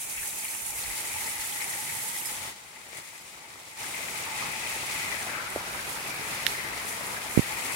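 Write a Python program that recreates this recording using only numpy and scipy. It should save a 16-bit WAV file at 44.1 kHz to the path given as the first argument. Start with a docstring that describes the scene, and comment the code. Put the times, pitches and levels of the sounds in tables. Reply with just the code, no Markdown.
"""A rush of hail and rain on a wet asphalt car park, heard through a hand-held camera that pans from side to
side. Impacts by the hundred, each a splash of noise, make patter and bright spray over a low roar; to the left
a carport roof and its gutter resonate under the hits. For over a second the downpour sinks in level. Close by,
stones tick as bursts of band noise and one pings on metal; one rings the camera's shell, stones thud softly on
something nearby, and pushes of pressure thump and buffet its microphones."""
import sys
import numpy as np
from scipy import signal
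from scipy.fft import rfft, irfft
from scipy.io import wavfile

SR = 44100
rng = np.random.default_rng(int(sys.argv[2]) if len(sys.argv) > 2 else 0)


def bounce(signal):
    """Save signal as a 16-bit WAV file at the path given by the first command-line argument."""
    frames = np.transpose(np.atleast_2d(signal))
    limited = np.clip(frames, -1, 1)
    pcm = np.round(limited * 32767).astype(np.int16)
    wavfile.write(sys.argv[1], SR, pcm)


N = 341775
TIME = np.arange(N) / SR
HZ = np.fft.rfftfreq(N, 1 / SR)

# Slow course of the splashes on the ground close by.
# Each row: time in seconds, level in dB, left over right in dB.
SPRAY_COURSE = [(0, 3.5, -1.5), (2.28, 3.5, -1), (2.56, -5.5, 6), (3.1, -2, 7.5), (3.45, -5.5, 8.5),
                (3.9, -1.3, 3), (4.55, -2, 4), (4.95, 0, 1.5), (5.25, -1.3, 3), (5.43, -7.5, -1.5),
                (6.1, -3.5, -5), (6.7, -5, -5), (7.2, -3.5, -1.5), (7.5, -1.5, -1), (7.75, 2.5, 1)]


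def gain_of(db):
    """Decibels to amplitude."""
    return 10 ** (np.asarray(db) / 20)


def evened(x):
    """Scales to rms 1."""
    return x / np.sqrt(np.mean(x ** 2) + 1e-20)


def placed(db, pan_db):
    """Left and right gains for a level and a left-over-right difference, half of it on each side."""
    return gain_of(db + np.array([[.5], [-.5]]) * pan_db)


def sides(left_db, right_db):
    """Left and right gains from a level for each side."""
    return gain_of([[left_db], [right_db]])


def curves(table):
    """The columns of a time table, sample by sample."""
    s, *columns = np.transpose(table)
    return [np.interp(TIME, s, c) for c in columns]


def spectra(table):
    """The columns of a frequency table, bin by bin along a logarithmic axis."""
    hz, *columns = np.transpose(table)
    return np.array([np.interp(np.log(HZ + 1), np.log(hz), c) for c in columns])


def resonances(modes):
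    """Gain of a body with broad resonances, from rows of centre in Hz, width in Hz, level in dB."""
    return sum(gain_of(db) / (1 + 2 * ((HZ - hz) / width) ** 2) for hz, width, db in modes)


def ringing(modes, t):
    """Struck modes dying away, from rows of pitch in Hz, level in dB, 60 dB decay in seconds."""
    total = 0
    for k, (hz, db, t60) in enumerate(modes):
        sign = (-1) ** k  # neighbouring modes start in opposite directions
        total = total + sign * gain_of(db - 60 * t / t60) * np.sin(2 * np.pi * hz * t)
    return total


def resonate(x, hz, width):
    """A resonance of rms 1 that follows the curve hz: shift down to zero, smooth twice, shift back."""
    turn = np.exp(2j * np.pi * np.cumsum(hz) / SR)
    r = np.exp(-np.pi * width / SR)
    smooth = signal.lfilter([1], [1, -2 * r, r * r], x / turn)
    return evened((turn * smooth).real)


def hump(s, rise_s, fall_s):
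    """Climbs from 0 to 1 at time s and falls back."""
    return np.interp(TIME, [s - rise_s, s, s + fall_s], [0, 1, 0])


def flutter(top_hz):
    """Slow random wander of rms 1, above 1 Hz and rolled off beyond top_hz."""
    s = TIME[::256]
    hz = np.fft.rfftfreq(len(s), s[1])
    band = (hz > 1) / (1 + (hz / top_hz) ** 4)
    slow = irfft(rfft(rng.standard_normal(len(s))) * band, len(s))
    return np.interp(TIME, s, evened(slow))


def add(mix, s, sound):
    """Mixes a stereo sound in at time s."""
    part = mix[:, round(s * SR):][:, :sound.shape[1]]
    part += sound[:, :part.shape[1]]


def impacts(per_s, spread_db, wash_db, scatter_s):
    """Hits of very unequal size, each a short splash of noise, over the blur of countless far ones."""
    chance = rng.random((2, N)) * SR / per_s
    hit = chance < 1
    power = np.zeros((2, N))
    power[hit] = gain_of(spread_db * np.minimum(-np.log(chance[hit]), 4)) ** 2  # the largest are rare
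    power = signal.lfilter([1], [1, -np.exp(-1 / (scatter_s * SR))], power)
    envelope = np.sqrt(power / power.mean() + gain_of(wash_db) ** 2)
    return evened(envelope * rng.standard_normal((2, N)))


def heard(drive, gain):
    """Colours two streams of impacts; the microphones share long waves, and hear short ones less alike."""
    # Likeness of the two microphones.
    # Each row: frequency in Hz, likeness from 0 to 1, lag of the left one in seconds.
    likeness = [(50, 0.61, 0), (131, 0.97, 0), (440, 0.92, 0.00047), (680, 0.8, 0.0000065),
                (847, 0.24, 0.000096), (1495, 0.31, 0.00099), (2083, 0.19, 0.00078), (3200, 0.11, 0.0015),
                (5010, 0.019, 0.00021)]
    same, lag_s = spectra(likeness)
    same = np.clip(same, -1, 1)
    a, b = rfft(drive)
    left = a * np.exp(-2j * np.pi * HZ * lag_s)
    right = same * a + np.sqrt(1 - same ** 2) * b
    return irfft(np.array([left, right]) * gain, N)


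def roaring(roar_db, side_db):
    """The far downpour: a low roar of blurred impacts that swings with the pan."""
    # Colour of the far downpour. Each row: frequency in Hz, level in dB.
    colour = [(20, -80), (36, -72), (52, -36), (85, -37.5), (130, -34.5), (280, -39), (370, -35),
              (600, -36), (1000, -32), (1600, -36.5), (3000, -58)]
    hits = impacts(per_s=150, spread_db=3.5, wash_db=2, scatter_s=0.0046)
    return heard(hits, gain_of(spectra(colour))) * placed(roar_db + 1.05 * flutter(top_hz=7.4), side_db)


def pattering(flurry):
    """Impacts all over the asphalt, their level fluttering with the flurries."""
    # Colour of the asphalt under the hits. Each row: frequency in Hz, level in dB.
    colour = [(30, -52), (200, -41), (700, -45.5), (1500, -42), (3000, -34), (5000, -36), (8000, -43),
              (16000, -88)]
    hits = impacts(per_s=1050, spread_db=4.5, wash_db=2.5, scatter_s=0.0022)
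    return heard(hits, gain_of(spectra(colour))) * gain_of(0.79 * flurry)


def drumming(side_db):
    """Stones ring the roof, each part of it at a slightly different pitch; it lies left and swings with the pan."""
    # Broad body of the roof. Each row: centre in Hz, width in Hz, level in dB.
    body = [(1060, 480, -37)]
    # Course of the drumming. Each row: time in seconds, body level in dB, note level in dB.
    course = [(0, -5, -52), (.6, -2, -51.5), (1.8, 0.5, -49.5), (3.5, -0.5, -52), (4.15, 0, -53.5),
              (4.3, 6, -48), (4.72, -3, -48.5), (4.9, -3, -52.5), (5.5, -1, -51), (5.9, 0, -58),
              (7.2, 1.5, -58), (7.75, -1, -54)]
    note_hz, note_width_hz, wander = 868, 137, 0.021  # wander is a share of the pitch
    hits = impacts(per_s=110, spread_db=4.5, wash_db=0.5, scatter_s=0.0056)
    note = resonate(heard(hits, 1), note_hz * (1 + wander * flutter(top_hz=12.3)), note_width_hz)
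    body_db, note_db = curves(course)
    roof = gain_of(body_db) * heard(hits, resonances(body)) + gain_of(note_db) * note
    return roof * placed(0.67 * flutter(top_hz=9.2), 2.5 + 2.1 * side_db)


def rattling(gutter_db, side_db):
    """Stones rattle in the gutter, to the left, and ring its two notes in changing strength."""
    # Broad body of the gutter. Each row: centre in Hz, width in Hz, level in dB.
    body = [(2146, 740, -31)]
    # Its two notes, lower first. Each row: centre in Hz, width in Hz.
    notes = [(2040, 270), (2450, 320)]
    # How strongly the hail rings them. Each row: time in seconds, lower note in dB, upper note in dB.
    note_course = [(0, -52, -47), (.7, -49, -48), (.9, -47.5, -48.5), (1.9, -45.5, -53), (2.4, -46.5, -51),
                   (3.8, -45.5, -49), (4.45, -48, -47.5), (4.95, -45.5, -47), (5.35, -46.5, -48),
                   (5.6, -51, -53), (6.1, -51.5, -46), (6.65, -45, -51), (7.2, -49, -51),
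                   (7.75, -47.5, -47)]
    # Clusters of hail swell the rattle. Each row: time in seconds, boost in dB.
    clusters = [(.18, 4.5), (.47, 5), (1.12, 3), (1.62, 0.5), (1.77, 1.5), (1.92, 2.5), (4.4, 3.5),
                (4.7, 2), (4.93, 1.5), (5.06, 1.5), (5.34, 2.5), (6.56, 1.5), (6.7, 1.5)]
    wander = 0.028  # share of the pitch, as the stones land here and there
    out = heard(impacts(per_s=190, spread_db=3.5, wash_db=-2, scatter_s=0.0064), resonances(body))
    for (hz, width), note_db in zip(notes, curves(note_course)):
        hits = heard(impacts(per_s=290, spread_db=3, wash_db=-1, scatter_s=0.004), 1)
        out = out + gain_of(note_db) * resonate(hits, hz * (1 + wander * flutter(top_hz=25)), width)
    for s, boost_db in clusters:
        gutter_db = gutter_db + boost_db * hump(s, rise_s=0.082, fall_s=0.12)
    return out * placed(gutter_db + 0.79 * flutter(top_hz=14), 7 + .45 * side_db)


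def spraying(flurry):
    """Bright splashes close by: a slow drift in level and side, with short flurries of one shape on top."""
    # Colour of the splashes. Each row: frequency in Hz, left level in dB, right level in dB.
    colour = [(3520, -87, -93), (5460, -39, -43.5), (6980, -32.5, -37), (9300, -32, -32),
              (11100, -39, -32.0), (12950, -45, -38), (15000.0, -41.5, -40), (16000.0, -41, -41)]
    # Short flurries. Each row: time in seconds, boost in dB, shift of left over right in dB.
    flurries = [(3.28, 1, -2), (4.7, 2.5, -1), (5.52, 3.5, 0), (5.72, 3, 1), (5.9, 4, 0), (6.25, 5, 6),
                (6.49, 3, -2), (6.89, 7, 4), (7.07, 4, 1), (7.33, 5, -.5)]
    spray_db, side_db = curves(SPRAY_COURSE)
    for s, boost_db, shift_db in flurries:
        shape = hump(s, rise_s=0.046, fall_s=0.14)
        spray_db = spray_db + boost_db * shape
        side_db = side_db + shift_db * shape
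    hits = impacts(per_s=1070, spread_db=4.0, wash_db=2.5, scatter_s=0.0022)
    return heard(hits, gain_of(spectra(colour))) * placed(spray_db + 0.79 * flurry, side_db)


def downpour():
    """Roar, patter, roof and gutter follow one overall level; the close spray keeps its own course."""
    # What the camera faces as it pans.
    # Each row: time in seconds, roar level in dB, gutter level in dB, left over right in dB.
    facing = [(0, -1.5, -0.5, 0), (.6, -2, -2, 1), (1.1, -3, -1, 0), (1.65, -3.5, -1.5, 0),
              (2.1, -3.5, -3, -2.5), (2.45, -0.5, -4, -0.5), (2.95, 1, 0, 0), (3.4, 0.5, -3.5, -1.5),
              (4.1, 1, -0.5, -2), (5.05, 0.5, -0.5, 0), (5.4, 7, 2, -0.5), (5.9, 4.5, 0.5, 1.3),
              (6.2, 3, .5, 0.5), (6.45, 1.5, .5, 1.5), (6.7, 3.5, -0.5, 4.5), (7.2, 4, 0, 4.5),
              (7.75, 0.3, 1.5, 4.5)]
    # Overall level of roar, patter, roof and gutter, with an abrupt rise near 0.8 s.
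    # Each row: time in seconds, level in dB.
    overall = [(0, -4), (.76, -3), (.84, 1), (2.4, -0.16), (3.9, .5), (4.5, 2.5), (5.05, 3.5), (5.4, -0.9),
               (6.45, 2.5), (6.75, 0.5), (7.25, 0.7), (7.75, 3)]
    roar_db, gutter_db, side_db = curves(facing)
    flurry = flutter(top_hz=15.6)  # patter and spray come in the same flurries
    total = roaring(roar_db, side_db) + pattering(flurry)
    total += drumming(side_db) + rattling(gutter_db, side_db)
    return total * gain_of(curves(overall)[0]) + spraying(flurry)


def turning(wander=0.063):
    """A resonant band of coarse patter on the left; its pitch follows the camera's direction and wanders quickly."""
    # Course of the band. Each row: time in seconds, centre in Hz, level in dB.
    course = [(0, 2440, -58), (1.6, 1960, -49), (2.4, 1970, -56), (4.6, 2510, -48), (4.95, 2500, -48),
              (5.08, 2220, -44.5), (5.16, 1820, -50), (5.26, 1620, -47), (5.38, 1460, -43),
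              (5.6, 1450, -50.5), (6.7, 1850, -47), (7.75, 2240, -61)]
    hz, db = curves(course)
    patter = heard(impacts(per_s=90, spread_db=3, wash_db=-3, scatter_s=0.0094), 1)
    band = resonate(patter, hz * (1 + wander * flutter(top_hz=35)), width=360)
    return band * placed(db, pan_db=10.5)


def faint_tones(per_s=70, db=-43, spread_db=3.5, low_hz=2600, high_hz=12500, t60=0.014):
    """Faint brief decaying tones at random times, pitches and sides, in level with the spray's slow drift."""
    out, t = np.zeros((2, N)), np.arange(SR // 40) / SR
    spray_db = curves(SPRAY_COURSE)[0]
    for when, pitch, size, side in rng.random((round(per_s * N / SR), 4)):
        level_db = db + spray_db[int(when * N)] + spread_db * min(-np.log(1 - size), 3)
        hz = low_hz * (high_hz / low_hz) ** np.sqrt(pitch)  # more of them high
        add(out, when * N / SR, placed(level_db, 20 * (side - .5)) * ringing([(hz, 0, t60)], t))
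    return out


def dip():
    """Gain that drops abruptly, stays low and comes back, with one brief swell on the way."""
    start_s, end_s, ramp_s, depth_db = 2.495, 3.805, 0.051, -9
    low = np.clip(np.minimum(TIME - start_s, end_s - TIME) / ramp_s, 0, 1)
    swell_db = 5 * hump(2.985, rise_s=0.085, fall_s=0.045)
    return gain_of(depth_db * low + swell_db)


def buffets():
    """Each puff of air on the microphones is a short swell of low noise."""
    # Soft puffs.
    # Each row: start in seconds, length in seconds, left level in dB, right level in dB, centre in Hz.
    puffs = [(0.097, 0.18, -57, -53, 65), (.5, 0.38, -60, -55.5, 62), (0.813, 0.15, -58, -47, 52),
             (1.075, 0.21, -58, -51.5, 80), (1.3, 0.17, -62, -55, 70), (1.75, 0.35, -56.5, -52, 130),
             (2.33, 0.18, -56.5, -55, 100)]
    out = np.zeros((2, N))
    for s, length_s, left_db, right_db, hz in puffs:
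        size = round(length_s * SR)
        puff = resonate(rng.standard_normal(size), np.full(size, hz), width=67)
        add(out, s, sides(left_db, right_db) * puff * signal.windows.tukey(size, .8))
    return out


def tick(hz, t60, ring_db=-10, snap_s=0.00048):
    """A stone snaps, then its splinters and spray die away: band noise around hz, scaled to peak 1."""
    t = np.arange(SR // 8) / SR
    shape = np.exp(-t / snap_s) + gain_of(ring_db - 60 * t / t60)
    band = signal.butter(2, [hz * 0.89, min(hz * 1.157, SR * .45)], "band", fs=SR)
    snap = signal.lfilter(*band, shape * rng.standard_normal((2, len(t))))
    return snap / abs(snap).max()


def stones():
    """Near stones tick alike, left or right; larger ones on roof and gutter ring lower and longer."""
    # Single stones on the asphalt nearby. Each row: start in seconds, level in dB, left over right in dB.
    ground = [(.389, -24, 7), (.446, -22, -7), (.549, -22, -7), (.665, -23, -8), (.978, -25, -7),
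              (1.185, -23, -7), (1.406, -26, -7), (1.643, -20.5, -7), (1.701, -22, -7), (2.082, -23, -9),
              (2.179, -24, -7), (2.261, -25, -8), (2.971, -30, 7), (3.089, -34, 7), (4.181, -28, 6),
              (4.866, -22, -4), (5.19, -26, 6), (5.228, -24, -4), (5.502, -24.5, -8), (5.5602, -30, 5),
              (6.887, -25, -6), (7.068, -26, 7), (7.722, -20, 0)]
    # Larger stones on roof and gutter.
    # Each row: start in seconds, level in dB, left over right in dB, pitch in Hz, 60 dB decay in seconds.
    clatters = [(.178, -31, 8, 2390, 0.11), (.229, -36, 10, 1810, .08), (.452, -31.5, 7, 2410, .1),
                (.495, -37, 7, 855, .1), (1.099, -29, 6.5, 2200, .08), (1.275, -30, 9, 2070, .08),
                (1.566, -30, 6, 1990, .06), (1.614, -27.5, 10, 2160, .16), (1.732, -32, 10, 1980, .1),
                (1.895, -30, 4.5, 2020, .14), (2.251, -28.5, 2, 2050, .05), (2.759, -37, 3.5, 2090, .09),
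                (2.985, -40, 4, 2000, .08), (3.08, -39, 5, 2080, .06), (3.841, -31, 5, 1640, .08),
                (3.942, -29.5, 9, 2300, .08), (4.084, -31, 9, 2070, .08), (4.423, -28, -7, 1080, .2),
                (4.536, -30, 7, 1810, .08), (4.673, -29, 6, 2600, .1), (4.698, -26.5, 5.5, 2190, .08),
                (4.928, -32, 8, 1550, .08), (5.116, -24.5, 7, 1880, .11), (5.199, -27, 5, 2070, .07),
                (5.232, -31.5, 9, 1205, .1), (5.349, -31, 8, 1460, .1), (5.388, -27, 6, 2070, .08),
                (5.395, -30, 3, 1400, 0.11), (5.79, -30.5, 10, 1720, .08), (6.735, -30, 8, 1990, .08),
                (6.782, -29, 7, 2050, .1), (6.797, -35, 9, 960, .1), (7.165, -28, 4.5, 1720, .08),
                (7.653, -29, 10, 1980, .08)]
    out = np.zeros((2, N))
    for s, db, pan_db in ground:
        add(out, s, placed(db, pan_db) * tick(hz=9300, t60=0.038))
    for s, db, pan_db, hz, t60 in clatters:
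        add(out, s, placed(db, pan_db) * tick(hz, t60, ring_db=-2))
    return out


def ping(rise_s=.004, spray_db=-29, spray_t60=.085):
    """A stone skids on a piece of metal, which rings faintly in its spray of noise."""
    # The one hit: start in seconds, left gain in dB, right gain in dB.
    hit = (2.2535, -9, 0)
    # Modes of the metal. Each row: pitch in Hz, level in dB, 60 dB decay in seconds.
    metal = [(5100, -31, 0.13), (9050, -29, .13), (11400, -31, .12)]
    out, t = np.zeros((2, N)), np.arange(SR // 4) / SR
    s, left_db, right_db = hit
    band = signal.butter(2, [6500, 12500], "band", fs=SR)
    spray = evened(signal.lfilter(*band, rng.standard_normal((2, len(t)))))
    sound = ringing(metal, t) + spray * gain_of(spray_db - 60 * t / spray_t60)
    add(out, s, sides(left_db, right_db) * np.minimum(t / rise_s, 1) * sound)
    return out


def thuds(rise_s=.0018):
    """Stones land on something soft nearby: a few hollow notes swell together and quickly die."""
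    # The soft blows. Each row: start in seconds, left gain in dB, right gain in dB.
    blows = [(2.9295, -35, -50), (2.9515, -42, -46), (2.985, -38, -43), (4.764, -33, -36),
             (5.5603, -19.5, -15.5)]
    # Hollow notes that all of them give. Each row: pitch in Hz, level in dB.
    hollow = [(531, -2), (380, -3.5), (180, -12)]
    out, t = np.zeros((2, N)), np.arange(SR // 40) / SR
    swell = (t / rise_s * np.exp(1 - t / rise_s)) ** 2
    swing = swell * sum(gain_of(db) * np.sin(2 * np.pi * hz * t) for hz, db in hollow)
    for s, left_db, right_db in blows:
        add(out, s, sides(left_db, right_db) * swing)
    return out


def thumps(low_cut_hz=82):
    """A drop on a microphone port is one smooth push; the port's leak and the bass cut make it swing back."""
    # Drops on the ports. Each row: start in seconds, left gain in dB, right gain in dB,
    # rise to the peak of the push in seconds, leak of the port in Hz.
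    drops = [(6.1945, -43, -26, .0016, 160), (7.3746, -45, 4.5, 0.0016, 158),
             (7.3919, -45, 1.5, 0.0019, 140)]
    out, t = np.zeros((2, N)), np.arange(SR // 20) / SR
    for s, left_db, right_db, rise_s, leak_hz in drops:
        push = (t / rise_s * np.exp(1 - t / rise_s)) ** 6
        leaked = signal.lfilter(*signal.butter(1, leak_hz, "high", fs=SR), push)
        add(out, s, -sides(left_db, right_db) * leaked)
    return signal.lfilter(*signal.butter(2, low_cut_hz, "high", fs=SR), out)


def knock(rise_s=0.00047, scatter_db=-25, scatter_t60=0.48, ceiling=0.93):
    """A stone rings the camera's shell for a few milliseconds and shatters; so small a body gives no bass."""
    # The one hit: start in seconds, left gain in dB, right gain in dB.
    hit = (6.466, -17, -.5)
    # Modes of the shell. Each row: pitch in Hz, level in dB, 60 dB decay in seconds.
    shell = [(1880, 5, .0046), (2900, 1.5, .0052), (3706, 2.5, .0045), (5513, 0, .0032), (7513, -17, .0053),
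             (11501, 1.5, .0026), (4068, -18, .033)]
    out, t = np.zeros((2, N)), np.arange(SR // 4) / SR
    s, left_db, right_db = hit
    band = signal.butter(1, [1800, 9000], "band", fs=SR)
    splinters = signal.lfilter(*band, rng.standard_normal((2, len(t))))
    scatter = splinters * gain_of(scatter_db - 60 * t / scatter_t60)
    blow = (1 - np.exp(-t / rise_s)) * (ringing(shell, t) + scatter)
    blow = signal.lfilter(*signal.butter(4, 1220, "high", fs=SR), blow)
    add(out, s, sides(left_db, right_db) * blow)
    return ceiling * np.tanh(out / ceiling)  # the microphone overloads


def scene():
    """The downpour, which dips in level, under the single near hits, which do not."""
    rain = (downpour() + turning() + faint_tones()) * dip()
    return rain + buffets() + stones() + ping() + thuds() + thumps() + knock()


def record(dry, edge_hz=15900):
    """The camera's band limit: a steep low-pass."""
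    low_pass = signal.firwin(511, edge_hz, window=("kaiser", 9), fs=SR)
    return signal.oaconvolve(dry, low_pass[None], "same", axes=-1)


dry = scene()
out = record(dry)
bounce(out)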